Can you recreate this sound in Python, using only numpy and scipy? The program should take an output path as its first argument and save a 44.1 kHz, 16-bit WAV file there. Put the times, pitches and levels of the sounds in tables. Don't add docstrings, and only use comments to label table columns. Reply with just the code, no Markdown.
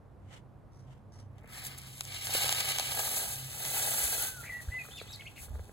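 import sys
import numpy as np
from scipy import signal
from scipy.fft import rfft, irfft, next_fast_len
from scipy.io import wavfile
from scipy.ndimage import map_coordinates

SR = 44100
rng = np.random.default_rng(int(sys.argv[2]) if len(sys.argv) > 2 else 0)


def wrap_up_sound(samples):
    columns = np.atleast_2d(samples).T
    tamed = np.clip(columns, -1, 1)
    steps = np.round(tamed * 32767).astype(np.int16)
    wavfile.write(sys.argv[1], SR, steps)


N = 252252
TIME = np.arange(N) / SR

# [f/Hz, level/dB]
SIZZLE_SPECTRUM = [(1000, -14), (2500, -1.5), (4000, -1.5), (5700, -2), (7000, 2), (8500, 3.2), (10000, 5),
                   (12000, 2.3), (14000, -1.5), (15500, -3.5)]


def from_db(db):
    return 10 ** (np.asarray(db) / 20)


def rms_one(x):
    return x / np.sqrt(np.mean(x ** 2) + 1e-20)


def level(rows, fade_s=0.065):
    s, db = np.transpose(rows)
    outside_s = np.maximum(s[0] - TIME, TIME - s[-1]).clip(0)
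    return from_db(np.interp(TIME, s, db)) * np.exp(-np.minimum(outside_s / fade_s, 20))


def swells(rows, shape=2):
    return sum(from_db(db) * np.exp(-np.abs((TIME - s) / half_s) ** shape) for s, half_s, db in rows)


def drift(rate_hz):
    step = 40
    settle = 2000
    r = np.exp(-2 * np.pi * rate_hz * step / SR)
    noise = rng.standard_normal(N // step + settle + 2)
    slow = rms_one(signal.lfilter([1], [1, -2 * r, r * r], noise)[settle:])
    return np.interp(np.arange(N) / step, np.arange(len(slow)), slow)


def padded_size():
    return 2 * next_fast_len(N // 2 + SR // 10)


def colour(x, points):
    size = padded_size()
    hz, db = np.transpose(points)
    log_bins = np.log(np.fft.rfftfreq(size, 1 / SR) + 1)
    log_gain = np.log(from_db(np.interp(log_bins, np.log(hz), db)))
    cepstrum = irfft(log_gain)[:size // 2]
    cepstrum[1:] *= 2
    response = np.exp(rfft(cepstrum, size))
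    return rms_one(irfft(rfft(x, size) * response)[..., :N])


def ring(clicks, hz, t60_s):
    r = from_db(-60 / (t60_s * SR))
    w = 2 * np.pi * hz / SR
    return signal.lfilter([0, np.sin(w)], [1, -2 * r * np.cos(w), r * r], clicks + 1e-18)


def grains(per_s, spread_db):
    sizes = from_db(spread_db * np.minimum(rng.exponential(1, N), 4))
    signed = sizes * rng.choice([-1, 1], N)
    struck = rng.random(N) < per_s / SR
    return rms_one(signed * struck / np.sqrt(per_s))


def bubbles(clicks, low_hz, high_hz, cycles, count):
    dealt = rng.integers(0, count, N)
    pitches_hz = np.geomspace(low_hz, high_hz, count)
    return rms_one(sum(hz * ring(clicks * (dealt == k), hz, cycles / hz) for k, hz in enumerate(pitches_hz)))


def puffs(kicks, decay_s):
    return rms_one(signal.lfilter([1], [1, -np.exp(-1 / (decay_s * SR))], kicks + 1e-18))


def strike(s, peak_db, modes, tilt_db):
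    out = np.zeros(N)
    for k, (hz, mode_db, t60_s) in enumerate(modes):
        clicks = np.zeros(N)
        chance_db = rng.normal(0, 1.5, len(s))
        tilted_db = tilt_db * np.log2(hz / 2500)
        clicks[(s * SR).astype(int)] = from_db(peak_db + mode_db + tilted_db + chance_db)
        out += (-1) ** k * ring(clicks, hz, t60_s)
    return out


def surge(start_s, rise_s, hold_s, fall_s, db, growth_db_per_s):
    t = TIME - start_s
    build = np.sin(np.pi / 2 * np.clip(t / rise_s, 0, 1)) ** 2
    trend_db = growth_db_per_s * np.clip(t - rise_s, 0, hold_s)
    fall_db = 20 * np.maximum(t - rise_s - hold_s, 0) / max(fall_s, 0.09)
    return build * from_db(db + trend_db - fall_db)


def together(gains):
    hush_db = swells([(2.03, 0.016, 0)]) * -7
    return np.sqrt(sum(g ** 2 for g in gains) + 1e-18) * from_db(hush_db)


def boil_levels():
    # [start/s, rise/s, hold/s,
    # 20 dB fall/s (at least 0.09), sizzle/dB, sizzle growth/(dB/s), crackle/dB, churn/dB, top re sizzle/dB]
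    surge_rows = [(1.453, 0.12, 0.14, 0.3, -46, -47, -52.5, -61.5, -1),
                  (1.723, 0.17, 0.14, -1, -46.5, 42, -57, -73.5, -27),
                  (1.984, 0.18, 0.27, 2.5, -40.5, 31.5, -46, -61.5, -28),
                  (2.195, 0.18, 0.4, 0.42, -31, -17.5, -36.5, -45, -0.5),
                  (2.841, 0.16, 0.24, 0.26, -33.5, -0.5, -45.5, -43.5, 2.5),
                  (3.406, 0.43, 0.43, -0.16, -29, -3.5, -44, -43, 1),
                  (4.301, 0.11, 0.43, 10.5, -53, -55, -71, -61, 2)]
    # [middle/s, half length/s, level/dB]
    spit_rows = [(1.665, 0.021, -39), (1.785, 0.0063, -40), (2.255, 0.011, -32.5), (2.36, 0.042, -33.5),
                 (3.165, 0.059, -30.5), (3.33, 0.051, -36.5), (4.05, 0.096, -29), (4.405, 0.018, -45.5),
                 (4.62, 0.021, -47), (4.87, 0.045, -49), (4.98, 0.036, -55), (5.13, 0.02, -55),
                 (5.425, 0.043, -44.5)]
    # [middle/s, half length/s, level/dB]
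    slop_rows = [(2.99, 0.011, -48), (5.575, 0.0323, -60)]
    crackle_sag_db_per_s, churn_sag_db_per_s = 6, 8
    sizzle, top = [swells(spit_rows)], [swells(spit_rows)]
    crackle = [swells([(5.02, 0.26, -59)])]
    churn = [swells(slop_rows)]
    for *timing, sizzle_db, growth, crackle_db, churn_db, top_db in surge_rows:
        sizzle.append(surge(*timing, sizzle_db, growth))
        top.append(sizzle[-1] * from_db(top_db))
        crackle.append(surge(*timing, crackle_db, -crackle_sag_db_per_s))
        churn.append(surge(*timing, churn_db, -churn_sag_db_per_s))
    return [together(gains) for gains in (sizzle, top, crackle, churn)]


def spurts(per_s=320, decay_s=0.0012, share=0.12):
    # [t/s, swing/dB]
    sputter_rows = [(1.9, 1.4), (2.4, 2), (3.0, 1.8), (3.7, 1), (4.3, 1), (4.6, 1.6)]
    kicks = (rng.random(N) < per_s / SR) * rng.uniform(.3, 1, N)
    clumps = puffs(kicks, decay_s)
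    swing_db = np.interp(TIME, *np.transpose(sputter_rows))
    clump_share = np.clip(share * swing_db / 2, 0, 1)
    wander = from_db(swing_db * np.clip(drift(23.3), -2, 2))
    return rms_one(np.sqrt(1 - clump_share + clump_share * clumps ** 2) * wander)


def sinking(x):
    # [t/s, ratio]
    gap_rows = [(1.5, 1.06), (2.3, 1), (3.05, 1), (3.7, .9), (4.3, .88)]
    speed = np.interp(TIME, *np.transpose(gap_rows))
    return map_coordinates(x, [np.cumsum(speed)], order=3, mode="mirror")


def chugging(per_s=36, decay_s=0.0071):
    beats = np.cumsum(per_s * from_db(3 * drift(30))) / SR
    kicks = np.diff(np.floor(beats), prepend=0) * rng.uniform(.4, 1, N)
    return np.sqrt((1 + puffs(kicks, decay_s) ** 2) / 2)


def boiling(vigour, churning):
    # [f/Hz, level/dB]
    crackle_spectrum = [(300, -15), (700, -6), (1100, -9), (1350, -2.5), (1620, -2), (1850, -10),
                        (2270, 3.5), (2550, -5), (2870, 4), (3150, 2), (3550, -4), (3900, 1.5), (4400, 0),
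                        (5500, -7), (9000, -5), (16000, -40)]
    # [f/Hz, level/dB]
    churn_spectrum = [(150, -14.5), (300, -14.5), (450, -4.5), (620, -3), (790, 5), (900, 2.5),
                      (1050, -10.5), (1500, -1), (2500, -16)]
    collapses = grains(per_s=2500 + 6000 * vigour / vigour.max(), spread_db=1.5)
    ringing = bubbles(grains(per_s=4000, spread_db=2), low_hz=1834, high_hz=5560, cycles=90, count=36)
    crackle = sinking(colour(collapses + from_db(-7) * ringing, crackle_spectrum))
    gurgle = bubbles(grains(per_s=700, spread_db=2.5), low_hz=334, high_hz=890, cycles=6.7, count=14)
    churn = colour(chugging() * collapses + from_db(-15.5) * gurgle, churn_spectrum)
    return vigour * crackle + churning * churn


def sizzling(heat, top):
    bursts = grains(per_s=2200 + 14000 * heat / heat.max(), spread_db=1.0)
    pings = bubbles(grains(per_s=680, spread_db=4.5), low_hz=5615, high_hz=15040, cycles=140, count=44)
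    jet = rng.standard_normal(N)
    hiss = colour(bursts + from_db(-10) * pings + from_db(-6) * jet, SIZZLE_SPECTRUM)
    fine = signal.sosfilt(signal.butter(1, 11000, "high", fs=SR, output="sos"), hiss)
    return from_db(-5) * heat * (hiss - fine) + from_db(-2) * top * fine


def pops():
    # [t/s, nominal peak/dB, tilt/(dB/octave)]
    pop_rows = [(1.3826, -37.5, -1.5), (1.651, -25.5, 5.5), (1.668, -26, 7), (1.7853, -34, 7),
                (2.0083, -11, 3), (2.0519, -23.5, 3), (2.145, -24, 5.5), (2.233, -25, 3.5),
                (2.27, -13, 1.5), (2.2941, -27.5, -8), (2.3508, -11, -5), (2.4435, -14.5, -3.5),
                (2.4575, -19, 0), (2.4675, -16.5, -1.5), (2.4924, -6, 1.5), (2.5261, -5.5, 2.5),
                (2.548, -14.5, 5), (2.6066, -11, 3.5), (2.7035, -22, 3), (2.71, -18, -2),
                (2.7854, -8.5, 1.5), (2.7972, -7, 0.5), (2.92, -24, -2), (2.993, -15, -3.5),
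                (3.092, -16, 4), (3.6516, -14, 0.5), (4.371, -44.5, 6), (4.8158, -43.5, 9), (4.844, -43, 9),
                (5.16, -42, 11.5)]
    # [f/Hz, level/dB, t60/s]
    bucket_modes = [(530, -8, .016), (780, -7, .016), (1450, -11, .01), (2350, -7, .008), (3155, -4, .006),
                    (3900, -3, .005), (4500, 0, .003), (6500, 4.5, .0015), (9100, 4.5, .0008),
                    (12000, -2, .001)]
    snap_db, snap_t60_s = -13, 0.0089
    s, peak_db, tilt_db = np.transpose(pop_rows)
    first = strike(s, peak_db - 14, bucket_modes, tilt_db)
    rebound_s = s + rng.uniform(0.00047, 0.00119, len(s))
    rebound = strike(rebound_s, peak_db - 20, bucket_modes, tilt_db - 0.5)
    rattle = np.zeros(N)
    for at_s, db in zip(s, peak_db):
        decay_db = 60 * np.clip((TIME - at_s) / snap_t60_s, 0, 3)
        rattle += from_db(db + snap_db - decay_db) * (TIME >= at_s)
    band = signal.butter(1, [400, 7500], "band", fs=SR, output="sos")
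    snap = signal.sosfilt(band, rattle * rng.uniform(-1.1, 1, N))
    return first + rebound + snap


def plops():
    # [t/s, nominal
    # peak/dB, tilt/(dB/octave)]
    plop_rows = [(1.443, -49.5, -3), (4.887, -42, 0.5), (5.014, -39, -2), (5.555, -48, -2.5),
                 (5.594, -45, -2), (5.694, -46, -1.5)]
    # [f/Hz, level/dB, t60/s]
    plop_modes = [(248, -15, .025), (442, -3, .025), (640, 3.5, .009), (950, 0, .006), (1400, 3, .0046),
                  (2100, 1, .004)]
    s, peak_db, tilt_db = np.transpose(plop_rows)
    return strike(s, peak_db, plop_modes, tilt_db)


def wash():
    # [middle/s, half length/s, level/dB]
    wash_rows = [(1.56, 0.073, -59), (1.68, 0.21, -59)]
    air = bubbles(grains(per_s=2400, spread_db=4), low_hz=1220, high_hz=2650, cycles=24, count=22)
    return swells(wash_rows) * air


def ticking():
    # [t/s, level/dB]
    tick_rows = [(1.55, -60), (2.2, -56), (4.4, -63), (4.7, -71), (5.0, -70), (5.3, -87), (5.7, -68)]
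    return level(tick_rows) * colour(grains(per_s=200, spread_db=3.5), SIZZLE_SPECTRUM)


def simmer():
    # [t/s, level/dB]
    simmer_rows = [(4.35, -68.5), (4.9, -63), (5.3, -72.5), (5.58, -61.5), (5.7, -61)]
    loose = bubbles(grains(per_s=110, spread_db=3), low_hz=282.7, high_hz=1550, cycles=18, count=20)
    return level(simmer_rows) * loose


def crumbs():
    # [start/s, length/s, starting level/dB]
    shower_rows = [(.72, 0.15, -74.5), (1.125, 0.14, -69)]
    # [f/Hz, level/dB]
    crumb_spectrum = [(1500, 4.5), (3000, -7), (4500, -1.5), (5700, 9.5), (7500, -9), (9300, 4),
                      (11000, -10), (13000, -17), (16000, -29.5)]
    shower = 0
    for s, length_s, db in shower_rows:
        arc = [(s, db), (s + 0.52 * length_s, db + 4), (s + length_s, db - 11.5)]
        shower = shower + level(arc, fade_s=0.0046)
    grit = grains(per_s=1500, spread_db=4) * from_db(2.5 * drift(60))
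    return shower * colour(grit, crumb_spectrum)


def scatter(x, t60_s, delay_s):
    t = np.arange(int(SR * (t60_s + delay_s))) / SR
    tail = rng.standard_normal((2, len(t))) * from_db(-60 * t / t60_s) * (t > delay_s)
    tail /= np.sqrt(np.sum(tail ** 2, axis=1, keepdims=True))
    return signal.fftconvolve(x[None], tail, axes=1)[:, :N]


def ports(x):
    # [f/Hz, phase/rad]
    lead_rows = [(0, 0), (900, .15), (1700, .6), (2100, 1.9), (2750, 3.1), (3750, 6.2), (4250, 6.4),
                 (5350, 9.4), (5800, 9.8), (6300, 12.5), (7250, 12.5), (9180, 9.42), (11100, 6.3),
                 (11600, 6.2), (13500, 3.14), (15300, 0), (22050, 0)]
    size = padded_size()
    lead_rad = np.interp(np.fft.rfftfreq(size, 1 / SR), *np.transpose(lead_rows))
    shift = np.exp(.5j * lead_rad * np.array([[1], [-1]]))
    return irfft(rfft(x, size) * shift)[:, :N]


def bucket():
    sputter = spurts()
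    heat, top, vigour, churning = boil_levels()
    boil = sputter * boiling(vigour, churning) + wash() + simmer()
    fizz = sputter * sizzling(heat, top) + ticking() + crumbs()
    cracks = pops() + plops()
    band = signal.butter(2, [1050, 5500], "band", fs=SR, output="sos")
    inside = signal.sosfilt(band, boil + .5 * fizz + from_db(-7) * cracks)
    sink_from_s, sink_s = 2.0, 1.8
    turn = np.pi / 2 * np.clip((TIME - sink_from_s) / sink_s, 0, 1)
    walls = sum(weight * scatter(inside, t60_s=.04, delay_s=.0006) for weight in (np.cos(turn), np.sin(turn)))
    fizz_echo = from_db(-9) * scatter(fizz, t60_s=.08, delay_s=.001)
    return ports(boil + fizz + cracks) + from_db(-2) * walls + fizz_echo


def scuffs(catch_db=2.0):
    # [middle/s, half length/s, level/dB]
    scuff_rows = [(.3, .055, -70), (.335, .02, -55.5), (.368, 0.025, -57.5), (.92, 0.059, -67),
                  (1.2, 0.047, -69), (1.39, .0187, -67)]
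    # [f/Hz, level/dB]
    scuff_spectrum = [(300, -4), (800, 0), (1400, -2), (2100, 1), (2600, -5), (3050, 2), (3900, -9),
                      (5000, -11), (7500, -9.5), (12000, -22), (15000, -29)]
    grit = np.array([grains(per_s=7000, spread_db=2) for ear in range(2)])
    return swells(scuff_rows, shape=1.5) * colour(grit * from_db(catch_db * drift(77)), scuff_spectrum)


def blackbird(warble_hz=130):
    # [start/s, length/s, first f/Hz, middle f/Hz, last f/Hz, level/dB,
    # warble depth/1, overtones re fundamental/dB]
    note_rows = [(4.176, 0.25, 1370, 1538, 1340, -43.5, 0.01, -28),
                 (4.43, 0.073, 1690, 2146, 2340, -40.5, 0.13, -25.5),
                 (4.492, 0.025, 1990, 2010, 2020, -33, 0.01, -40),
                 (4.515, 0.064, 1937, 1952, 1934, -34.5, 0.01, -40),
                 (4.574, 0.04, 1928, 1926, 1880, -38.5, 0.02, -40),
                 (4.522, 0.084, 2673, 2710, 2750, -59, 0.004, -40),
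                 (4.699, 0.02, 1710, 1920, 1980, -47.5, 0.05, -40),
                 (4.715, 0.077, 1972, 2024, 1984, -31.5, 0, -47),
                 (4.704, 0.07, 2370, 2774, 2500, -56, 0.04, -40),
                 (4.781, 0.05, 2690, 2490, 2470, -35.5, 0.01, -38),
                 (4.787, 0.06, 2015, 2015, 1990, -47.5, 0.04, -40),
                 (4.908, 0.022, 2870, 3290, 3520, -47, 0.03, -20),
                 (4.921, 0.088, 3480, 3590, 3390, -42.5, 0.03, -12),
                 (4.972, 0.036, 3470, 2640, 2450, -42.5, 0.07, -12),
                 (4.973, 0.014, 5400, 4600, 4000, -46.5, 0, -22),
                 (4.988, 0.038, 3900, 4200, 3800, -45.5, 0.07, -20),
                 (5.069, 0.029, 2740, 3370, 3620, -52, 0.02, -35),
                 (5.085, 0.073, 3720, 3830, 3650, -46, 0.02, -9),
                 (5.129, 0.016, 5340, 4440, 3980, -41, 0, -39),
                 (5.124, 0.044, 6800, 4530, 4120, -45, 0.06, -38),
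                 (5.192, 0.026, 2150, 2204, 2200, -41.5, 0.01, -28),
                 (5.206, 0.0073, 2320, 3000, 3380, -40, 0.05, -23),
                 (5.215, 0.0095, 2220, 2480, 2650, -45, 0.2, -36.5),
                 (5.25, 0.027, 2070, 2180, 2200, -44.5, 0, -13),
                 (5.26, 0.019, 2320, 2706, 3580, -39.5, 0, -34),
                 (5.275, 0.0131, 2930, 2580, 2320, -41.5, 0.1, -23),
                 (5.355, 0.054, 2705, 2450, 2330, -46.5, .11, -19)]
    ramp_share, ramp_max_s = 0.19, 0.01
    swell_db = 1
    out = np.zeros(N)
    warble_phase = 2 * np.pi * np.cumsum(warble_hz * (1 + .3 * drift(40))) / SR
    warble = .7 * np.sin(warble_phase) + .8 * drift(500)
    waver = .003 * drift(120)
    flicker = from_db(drift(68))
    rasp = drift(214)
    for start_s, length_s, *pitches_hz, db, depth, overtone_db in note_rows:
        near = (TIME > start_s) & (TIME < start_s + length_s)
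        u = (TIME[near] - start_s) / length_s
        arc = np.polyfit([0, .5, 1], np.log(pitches_hz), 2)
        hz = np.exp(np.polyval(arc, u)) * (1 + depth * warble[near] + waver[near])
        phase = 2 * np.pi * np.cumsum(hz) / SR
        overtones = from_db(overtone_db) * (np.sin(2 * phase) + from_db(-5) * np.sin(3 * phase))
        strain = np.clip(depth / 0.029, 0, 1)
        tone = (np.sin(phase) + overtones) * (1 + 0.41 * strain * rasp[near])
        ramps = np.clip(np.minimum(u, 1 - u) / min(ramp_share, ramp_max_s / length_s), 0, 1)
        out[near] += np.sqrt(2) * from_db(db - swell_db * (1 - u)) * ramps * tone
    return out * flicker


def garden_bird():
    song = blackbird()
    direct = from_db(-7.5) * song * from_db([[.6], [-.6]])
    return direct + from_db(-15) * scatter(song, t60_s=.22, delay_s=.008)


def outdoor_noise(points, apart_db):
    shared = rng.standard_normal(N)
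    return colour(shared + from_db(apart_db) * rng.standard_normal((2, N)), points)


def traffic():
    # [f/Hz, level/dB]
    traffic_spectrum = [(25, -22), (45, -5.5), (80, -1.5), (120, -6.5), (200, -10), (350, -18), (700, -20),
                        (1100, -25), (1600, -33.5), (2800, -45.5), (6000, -53.5), (12000, -54.5),
                        (15000, -65)]
    # [f/Hz, level/dB, loudest/s, half length/s]
    drone_rows = [(100.1, -59.5, 2.1, 9), (131.4, -56, 2.62, 2.53)]
    hum = from_db(-54.5) * outdoor_noise(traffic_spectrum, apart_db=-1.5)
    for hz, db, s, half_s in drone_rows:
        phase = 2 * np.pi * np.cumsum(hz * (1 + 0.0195 * drift(6.07))) / SR
        gain = swells([(s, half_s, db)]) * from_db(4 * drift(6))
        hum = hum + np.sqrt(2) * gain * np.sin(phase)
    return hum * from_db([[-.8], [.8]])


def gusts():
    # [middle/s, half length/s, level/dB]
    gust_rows = [(4.05, 0.016, -44), (4.692, 0.013, -35.5), (5.13, 0.045, -64), (5.42, 0.019, -50),
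                 (5.51, 0.03, -41.5), (5.578, 0.05, -39.5)]
    # [f/Hz, level/dB]
    gust_spectrum = [(20, -13), (45, 7.5), (72, 14), (110, 2), (200, -25), (500, -69)]
    return swells(gust_rows) * outdoor_noise(gust_spectrum, apart_db=-9)


def scene():
    return bucket() + garden_bird() + scuffs() + traffic() + gusts()


def record(dry):
    return signal.sosfilt(signal.ellip(12, .1, 80, 15850, fs=SR, output="sos"), dry)


dry = scene()
out = record(dry)
wrap_up_sound(out)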